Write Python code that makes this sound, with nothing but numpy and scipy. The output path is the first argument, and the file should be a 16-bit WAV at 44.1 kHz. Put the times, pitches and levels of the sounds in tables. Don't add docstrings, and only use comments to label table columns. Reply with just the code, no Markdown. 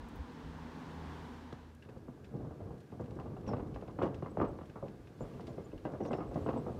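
import sys
import numpy as np
from scipy import signal
from scipy.fft import rfft, irfft, next_fast_len
from scipy.io import wavfile
from scipy.ndimage import uniform_filter1d

SR = 44100
rng = np.random.default_rng(int(sys.argv[2]) if len(sys.argv) > 2 else 0)


def digitize_waveform(pressure):
    field = np.atleast_2d(pressure).T
    bounded = np.clip(field, -1, 1)
    quanta = np.round(bounded * 32767).astype(np.int16)
    wavfile.write(sys.argv[1], SR, quanta)


N = 299439
T = np.arange(N) / SR
STREET_FADE_S = (1.145, 1.826)

# f/Hz, level/dB, t60/s
PLANK_MODES = [(96, -1.5, 0.2), (126.7, 3, 0.11), (160, 0.5, 0.15), (198.5, -1, 0.21), (242, 0.5, 0.18),
               (291, -1.5, 0.079), (335, -2.5, 0.09), (390, -8, 0.18), (464, 2.5, 0.048), (525.4, 2, 0.13),
               (618, -4, 0.17), (687.5, -4, 0.19), (784, -0.5, 0.12), (950, 0.5, 0.043), (1025, -5.5, 0.11),
               (1152, -6.5, 0.12), (1320, -11.5, 0.08), (1620, -15.5, 0.1), (2060, -11.5, 0.1),
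               (2630, -26, 0.036)]
# f/Hz, level/dB
DECK_SPECTRUM = [(21, -19), (35, -1.5), (140, 2), (178, -6), (316, -1), (393, -3.5), (452, -1.5),
                 (772, -9.5), (852, -13), (1150, -15.5), (1770, -28), (2800, -35), (4000, -55), (5200, -76),
                 (8800, -120)]


def knocks(tight_slap_db=14, shudder_db=-11.5, bounce_gain=0.61, bounce_s=0.011, press_s=0.0043):
    out, t = np.zeros(N), np.arange(SR // 3) / SR
    for s, db, thump_db, clap_db, ring in blows():
        board = crest(struck_part(PLANK_MODES, t, ring, size_spread=0.041, spot_db=4))
        board += undb(tight_slap_db * (1 - ring)) * crest(slap(t, ring))
        board *= 1 - decay(t, press_s * ring)
        hit = board.copy()
        lags = np.cumsum(bounce_s * SR * (0.5 + rng.random(2))).astype(int) + 1
        for k, lag in enumerate(lags, 1):
            hit[lag:] += (bounce_gain * ring) ** k * board[:-lag]
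        shudder = shaped_noise(DECK_SPECTRUM, len(t)) * decay(t, 0.55 * ring) * (1 - decay(t, 0.018))
        hit = crest(hit) + undb(shudder_db) * ring * shudder
        thump = undb(thump_db - 1) * crest(band(hit, 72, 199))
        knock = crest(band(hit, 189, 636))
        clap = undb(clap_db) * crest(band(hit, 740, 2000))
        add(out, s, undb(db) * min(ring, 1) ** 0.78 * (knock - thump - clap))
    return out


def blows(wheelbase_m=1.08, cruise_m_s=2.781, gentle_db=-36, thump_per_db=-0.27, thump_db_per_m_s=-42):
    # t/s, level/dB, clap/dB, t60 factor, rear wheel re front/dB
    loose_planks = [(1.524, -33.5, -5, .3, -19), (1.886, -49.5, -8, 1, -24), (1.96, -48, -8, .7, -6),
                    (2.082, -41, -8.5, .6, -11), (2.175, -56, 5, .5, -15), (2.31, -55.5, -7, .7, 11),
                    (2.337, -37, -27, 1.2, -11.5), (2.405, -44.5, -11, 1, -23), (2.447, -45.5, -4, .7, -18),
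                    (2.507, -41.5, -6.5, .7, -15), (2.601, -42, -12.5, 1, 4.5), (2.664, -46, -18, .6, -17),
                    (2.921, -44, -9.5, 1, -7), (3.188, -43.5, 0, 1, -8), (3.257, -37, -9, .55, -17),
                    (3.366, -44.5, 3, .55, 3.5), (3.473, -36, -14, 1, -38), (3.489, -37.5, -1, .8, -7.5),
                    (3.512, -35, -11, .9, -32), (3.533, -30, -2.5, .6, -39), (3.565, -37.5, -15, .7, -24),
                    (3.595, -37.5, -4.5, .6, -27), (3.822, -40.5, -3, .7, -33),
                    (3.987, -28.5, -4.5, .5, 1.5), (4.001, -36, -16, .8, 4.5), (4.016, -26, -1.5, .7, -2),
                    (4.029, -24.5, -10.5, .85, 0.5), (4.054, -35.5, -6, .8, -8),
                    (4.223, -28.5, -5.5, .3, -5), (4.26, -41.5, 3.5, .7, -22), (4.587, -42.5, 7, .3, -27),
                    (4.756, -45.5, 2.5, 1, -24), (4.826, -33.5, -15.5, .9, 0.5), (4.858, -52, -3, 1.2, 2),
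                    (5.395, -40.5, 1, .45, -27), (5.479, -38.5, -23, 1, -12), (5.58, -34, -12, .8, 1),
                    (5.731, -35.5, -40, .8, 2), (5.851, -30, -6.5, .9, -6.5), (6.003, -28, -17, .9, 0),
                    (6.051, -33, -17, 1.1, -13), (6.108, -27, -11, .8, 0), (6.133, -25, -7.5, .6, 0.5),
                    (6.184, -28, -14.5, .6, -.5), (6.207, -34, -17, .8, 6), (6.31, -42, -6, 1, 4)]
    # t/s, v/(m/s)
    speeds = [(0, 2.7), (3.4, 2.745), (3.95, 2.825), (4.25, 2.785), (4.85, 2.84), (5.65, 3.055)]
    rows = []
    for s, db, clap_db, ring, rear_db in loose_planks:
        speed_m_s = np.interp(s, *np.transpose(speeds))
        thump_db = thump_per_db * (db - gentle_db) + thump_db_per_m_s * (speed_m_s - cruise_m_s)
        rows.append((s, db, thump_db, clap_db, ring))
        rear_thump_db = thump_db + thump_per_db * rear_db + 0.5
        rows.append((s + wheelbase_m / speed_m_s, db + rear_db, rear_thump_db, clap_db + 2.5, ring))
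    return rows


def slap(t, ring, dispersion_s=0.004521):
    khz = (np.arange(len(t) // 2 + 1) * SR / len(t) + 1) / 1000
    delay_s = dispersion_s * np.maximum(1 / np.sqrt(khz) - 0.5, 0)
    phase_cycles = np.cumsum(delay_s) * SR / len(t) + rng.random()
    wave = irfft(np.exp(-2j * np.pi * phase_cycles), len(t))
    grit = noise(len(t)) * decay(t, 0.064 * ring)
    return colour(wave + ring * grit / np.linalg.norm(grit), DECK_SPECTRUM) * decay(t, 0.98)


def rolling(planks=6, taps_per_s=45, scatter_db=4, chatter_db=-10):
    # t/s, level/dB
    rumble_levels = [(1.8, -59), (1.96, -52), (2.04, -55), (2.23, -51.5), (2.31, -54), (2.4, -47.5),
                     (2.56, -50.5), (2.7, -45.5), (2.87, -59), (3.13, -47), (3.45, -47), (3.66, -43),
                     (3.85, -49.5), (4.25, -45.5), (4.7, -52.5), (5.15, -54.5), (5.37, -46.5), (5.8, -53),
                     (6.05, -48.5), (6.6, -41.5), (6.79, -44)]
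    level_db, = curves(rumble_levels)
    t, boards = np.arange(SR // 5) / SR, 0
    for _ in range(planks):
        taps = impulses(taps_per_s, scatter_db)
        boards += signal.oaconvolve(taps, struck_part(PLANK_MODES, t, ring=0.76, size_spread=0.043))[:N]
    deck = unit(boards) + 0.98 * shaped_noise(DECK_SPECTRUM)
    rumble = unit(band(deck, 48.3, 400, order=3)) * undb(level_db + 0.5)
    chatter = unit(band(deck, 414, 1520, order=3)) * undb(level_db + chatter_db)
    return (rumble + chatter) * np.interp(T, [1.4, 1.9], [0, 1])


def thuds(swell_s=0.012):
    # t/s, level/dB, f/Hz
    jolts = [(3.458, -42, 52.4), (3.6, -47, 58.4), (3.74, -41.5, 56.6), (4.465, -42, 46), (4.98, -53, 50),
             (5.212, -43.5, 48), (5.335, -48, 52), (5.525, -58, 50), (5.737, -44, 38.2), (6.275, -41.5, 52)]
    out, t = np.zeros(N), np.arange(SR // 4) / SR
    envelope = t / swell_s * np.exp(1 - t / swell_s)
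    for s, db, hz in jolts:
        add(out, s, undb(db) * envelope * np.sin(2 * np.pi * hz * t))
    return band(out, 33, 200)


def rattle(gain_db=-18, parts=4, clacks_per_s=120, clack_t60_s=0.023, jolt_t60_s=0.2):
    jolts, t, clacks = np.zeros(N), np.arange(SR // 3) / SR, 0
    for s, db, _, clap_db, _ in blows():
        add(jolts, s, undb(db + clap_db / 2) * decay(t, jolt_t60_s) * (1 - decay(t, 0.013)))
    for _ in range(parts):
        contacts = impulses(clacks_per_s, scatter_db=3.5) * np.sign(noise())
        clacks += signal.oaconvolve(contacts, noise(len(t)) * decay(t, clack_t60_s))[:N]
    buzz = colour(clacks, [(500, 7), (790, 14.5), (1150, 7.5), (1500, -3), (2050, -8.5), (2800, -11),
                           (3400, -18), (4200, -23), (7000, -36), (15000, -59)])
    return unit(buzz) * jolts * undb(gain_db)


def ticks(tail_db=-15, rise_s=0.0013):
    clicks = [(.086, -57.5, 18, .6), (.157, -57, 30, .6), (1.527, -46, -1, .22), (1.749, -60.5, 16, .3),
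              (1.824, -47.5, -4, 1.2), (1.85, -57, -3, 1), (1.889, -52.5, -2.5, 1.3),
              (2.244, -50.5, -1.5, 1.5), (3.059, -54, -3, .6), (3.108, -54.5, -2, .4), (3.153, -62, 5, .6),
              (3.198, -52, -2.5, 1), (3.369, -57, -4, .6), (3.464, -51.5, -1.5, 1.8),
              (3.479, -51, -1.5, 1.5), (3.529, -50, -3.5, .8), (3.567, -53, -3, .8), (3.596, -58, -4, .7),
              (3.744, -51, -2, 1), (3.76, -49.5, -3.5, .8), (3.811, -54, -2, 1), (3.878, -54, -3.5, .9),
              (4.023, -41, -3, 1), (4.028, -56, 6, .9), (4.053, -57, 3, 1), (4.144, -46.5, -2, .7),
              (4.587, -61, -3, .6), (4.698, -49, -3.5, .7), (4.882, -51, -2.5, .7), (5.072, -51.5, -3, .8),
              (5.338, -56, -3, .6), (5.407, -51.5, -0.5, .7), (5.469, -47.5, 0, 1), (5.718, -53.5, -7, 1.5),
              (5.778, -51, -3.5, 1), (5.851, -47.5, -3.5, 1), (5.868, -51, -6, 1.1), (6.051, -47.5, -2, .7),
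              (6.061, -51, 3, .4), (6.116, -55, 1, .4), (6.132, -36.5, -4, .9), (6.173, -59, 5, .4),
              (6.204, -55, -7, 1.2), (6.343, -50.5, 0, .7), (6.468, -50, -9, 1.2), (6.489, -44, -4, 1)]
    # f/Hz, level/dB
    click_spectrum = [(900, -25), (1600, 3), (2200, -1), (2750, -6.5), (3300, -2), (5000, -7),
                      (8000, -15.5), (15000, -38)]
    # f/Hz, level/dB, t60/s
    metal_modes = [(1604, -0.5, 0.084), (2610, 4.5, 0.055), (2846, -3, 0.089), (4120, -22, 0.059),
                   (5470, -30, 0.1)]
    out, t = np.zeros(N), np.arange(SR // 6) / SR
    for s, db, tilt, ring in clicks + stray_ticks():
        envelope = decay(t, 0.084 * ring) + undb(tail_db) * decay(t, 0.24 * ring)
        envelope *= 1 - decay(t, rise_s)
        tilted = [(hz, level_db + tilt * np.log2(hz)) for hz, level_db in click_spectrum]
        click = crest(colour(noise(len(t)), tilted) * envelope)
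        clink = crest(struck_part(metal_modes, t, 0.52 * ring, size_spread=0.024, spot_db=1.5))
        clink_db = -7 - 3 * tilt
        add(out, s, undb(db) * crest(click + undb(clink_db) * clink) / 2)
    return out


def stray_ticks(rate_per_s=3, level_db=-61, spread_db=2, tilt_db_per_octave=2):
    times = T[(rng.random(N) < rate_per_s / SR) & (T > STREET_FADE_S[1])]
    draws = noise((len(times), 2))
    return [(s, level_db + spread_db * a, tilt_db_per_octave * b, 0.5) for s, (a, b) in zip(times, draws)]


def squeaks(settle_s=0.0063, jitter=0.02, rasp_db=4.5, attack_share=0.3, release_share=0.32):
    # t/s, f/Hz, level/dB, length/s, roughness, initial pitch excess as a share of f
    whistles = [(3.471, 5440, -61.5, 0.037, .55, 0.14), (3.474, 5000, -73, 0.038, .9, 0.04),
                (3.494, 5310, -70, 0.047, .6, 0.069), (4.302, 7980, -76, .021, .1, 0),
                (4.478, 7950, -77, .022, .1, 0), (5.196, 7160, -70, 0.041, 0.7, 0),
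                (5.488, 7019, -79, .026, .1, 0), (5.642, 7041, -71, 0.024, .2, 0.02),
                (6, 5700, -80, .065, 1.6, 0.03), (6.068, 5800, -71, .029, .3, 0.014),
                (6.07, 6460, -72, .027, .3, 0), (6.07, 5390, -76, .028, .4, 0),
                (6.106, 7860, -77, .025, .9, .02), (6.118, 5380, -74, 0.098, .4, 0),
                (6.138, 7330, -81, 0.044, .8, 0), (6.276, 7881, -80, 0.031, .5, 0),
                (6.406, 7250, -77, .019, .7, 0), (6.44, 8050, -75, .023, .3, 0),
                (6.569, 7800, -72, .03, .6, 0.04), (6.714, 8150, -79, .025, .15, 0)]
    out, waver, stutter = np.zeros(N), walk(1000), walk(350)
    for s, hz, db, length_s, rough, sharp in whistles:
        t = np.arange(int(length_s * SR)) / SR
        span = slice(int(s * SR), int(s * SR) + len(t))
        pitch_hz = hz * (1 + sharp * np.exp(-t / settle_s) + rough * jitter * waver[span])
        tone = np.sqrt(2) * np.sin(2 * np.pi * np.cumsum(pitch_hz) / SR)
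        swell = np.clip(np.minimum(t / attack_share, (length_s - t) / release_share) / length_s, 0, 1)
        add(out, s, swell * undb(db + rough * rasp_db * stutter[span]) * tone)
    return out


def street(roar_db=-51.5, roar_db_per_s=3.5, hiss_db=-67.5, hiss_db_per_s=4, flicker_db=0.2):
    # f/Hz, level/dB
    spectrum = [(120, -9), (190, -11.5), (255, -3.5), (350, -15.5), (490, -14), (580, -22.5), (950, -15),
                (1280, -23.5), (1650, -22), (2350, -28), (3600, -32), (6000, -40.5), (10000, -50.5),
                (15000, -55)]
    roar = unit(band(shaped_noise(spectrum), 126, 1740, order=3))
    roar *= undb(roar_db + roar_db_per_s * T - flicker_db * walk(15))
    hiss = unit(band(shaped_noise(spectrum), 2220, SR / 2, order=3))
    hiss *= undb(hiss_db + hiss_db_per_s * T)
    return (roar + hiss) * np.interp(T, STREET_FADE_S, [1, 0])


def engine(firing_hz=79.9, gain_db=-1.5, uneven_db=0.8, wander_rad=0.06):
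    # t/s, levels of harmonics 1, 2, 3/dB
    harmonics = [(0, -83, -59.5, -53), (.25, -68, -62, -64), (.55, -52.5, -49.5, -54.5),
                 (.85, -62, -57, -60), (.97, -49, -50.5, -66), (1.15, -51.5, -49, -66),
                 (1.3, -54, -63, -52.5), (1.62, -53, -77, -62), (1.85, -57.5, -89, -68)]
    phase = 2 * np.pi * firing_hz * T + wander_rad * walk(20)
    hum = sum(undb(db + uneven_db * walk(22)) * np.sin(k * phase)
              for k, db in enumerate(curves(harmonics), 1))
    return np.sqrt(2) * undb(gain_db) * hum * np.interp(T, [1.8, 1.95], [1, 0])


def wind(breeze_db=-61.5, half_puff_s=0.045):
    # t/s, level/dB
    puffs = [(.01, -45.5), (.2, -45), (.49, -47.5), (.63, -53)]
    buffet = shaped_noise([(15, -47), (30, -29), (48, -1.5), (66, -4.5), (110, -14), (200, -47),
                           (1500, -90)])
    force = undb(breeze_db) + sum(undb(db) * np.exp(-((T - s) / half_puff_s) ** 2) for s, db in puffs)
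    return buffet * force * np.interp(T, [1.4, 1.9], [1, 0])


def air_and_tread(air_db=-70):
    # f/Hz, level/dB
    air_spectrum = [(700, -1), (1300, -3), (1620, 2), (1900, -11), (2700, -17.5), (3300, -19.5),
                    (5200, -18.5), (8000, -22.5), (10000, -23.5), (14600, -25.5), (15500, -36)]
    # t/s, level/dB
    tread_levels = [(1.8, -78), (2.9, -75.5), (3.9, -75), (5.17, -74.5), (5.24, -69.5), (5.75, -74),
                    (6.31, -72.5), (6.37, -67.5), (6.52, -70), (6.79, -70.5)]
    air = shaped_noise(air_spectrum) * undb(air_db)
    tread = shaped_noise([(800, -18), (2000, 3), (4500, -4.5), (7000, -10), (10000, -14.5), (15000, -20)])
    tread *= undb(curves(tread_levels)[0])
    return (air + tread) * np.interp(T, [1.2, 1.8], [0, 1])


def struck_part(modes, t, ring, size_spread, spot_db=3):
    hz, db, t60_s = np.transpose(modes)[:, :, None]
    hz = hz * np.exp(size_spread * noise(1) + size_spread / 2 * noise(hz.shape))
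    weight = undb(db + spot_db * noise(hz.shape)) * np.sign(noise(hz.shape))
    return np.sum(weight * np.sin(2 * np.pi * hz * t) * decay(t, t60_s * ring), axis=0)


def undb(db):
    return 10 ** (np.asarray(db) / 20)


def unit(x):
    return x / np.sqrt(np.mean(x ** 2))


def crest(x):
    return x / (2 * np.sqrt(uniform_filter1d(x ** 2, size=700).max()))


def curves(table):
    s, *columns = np.transpose(table)
    return [np.interp(T, s, c) for c in columns]


def band(x, lo_hz, hi_hz, order=2):
    sos = signal.butter(order, [lo_hz, min(hi_hz, SR / 2 - 1)], "bandpass", fs=SR, output="sos")
    return signal.sosfilt(sos, x)


def colour(x, spectrum):
    hz, db = np.transpose(spectrum)
    size = next_fast_len(len(x))
    bin_hz = np.maximum(np.arange(size // 2 + 1) * SR / size, 1)
    gain = undb(np.interp(np.log(bin_hz), np.log(hz), db))
    return irfft(rfft(x, size) * gain, size)[:len(x)]


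def noise(size=N):
    return rng.standard_normal(size)


def shaped_noise(spectrum, size=N):
    return unit(colour(noise(size), spectrum))


def impulses(rate_per_s, scatter_db):
    return (rng.random(N) < rate_per_s / SR) * undb(scatter_db * noise())


def walk(rate_hz):
    hold = int(SR / rate_hz)
    steps = np.repeat(noise(N // hold + 1), hold)[:N]
    return unit(uniform_filter1d(steps, hold))


def decay(t, t60_s):
    return np.exp(-np.log(1000) * t / t60_s)


def add(out, s, sound):
    i = max(int(s * SR), 0)
    out[i:i + len(sound)] += sound[:N - i]


def scene():
    town = street() + engine() + wind()
    bridge = rolling() + knocks() + thuds() + rattle() + ticks() + squeaks() + air_and_tread()
    return (town + bridge)[None]


def record(dry):
    return signal.sosfilt(signal.ellip(10, 0.2, 70, 15600, fs=SR, output="sos"), dry)


dry = scene()
out = record(dry)
digitize_waveform(out)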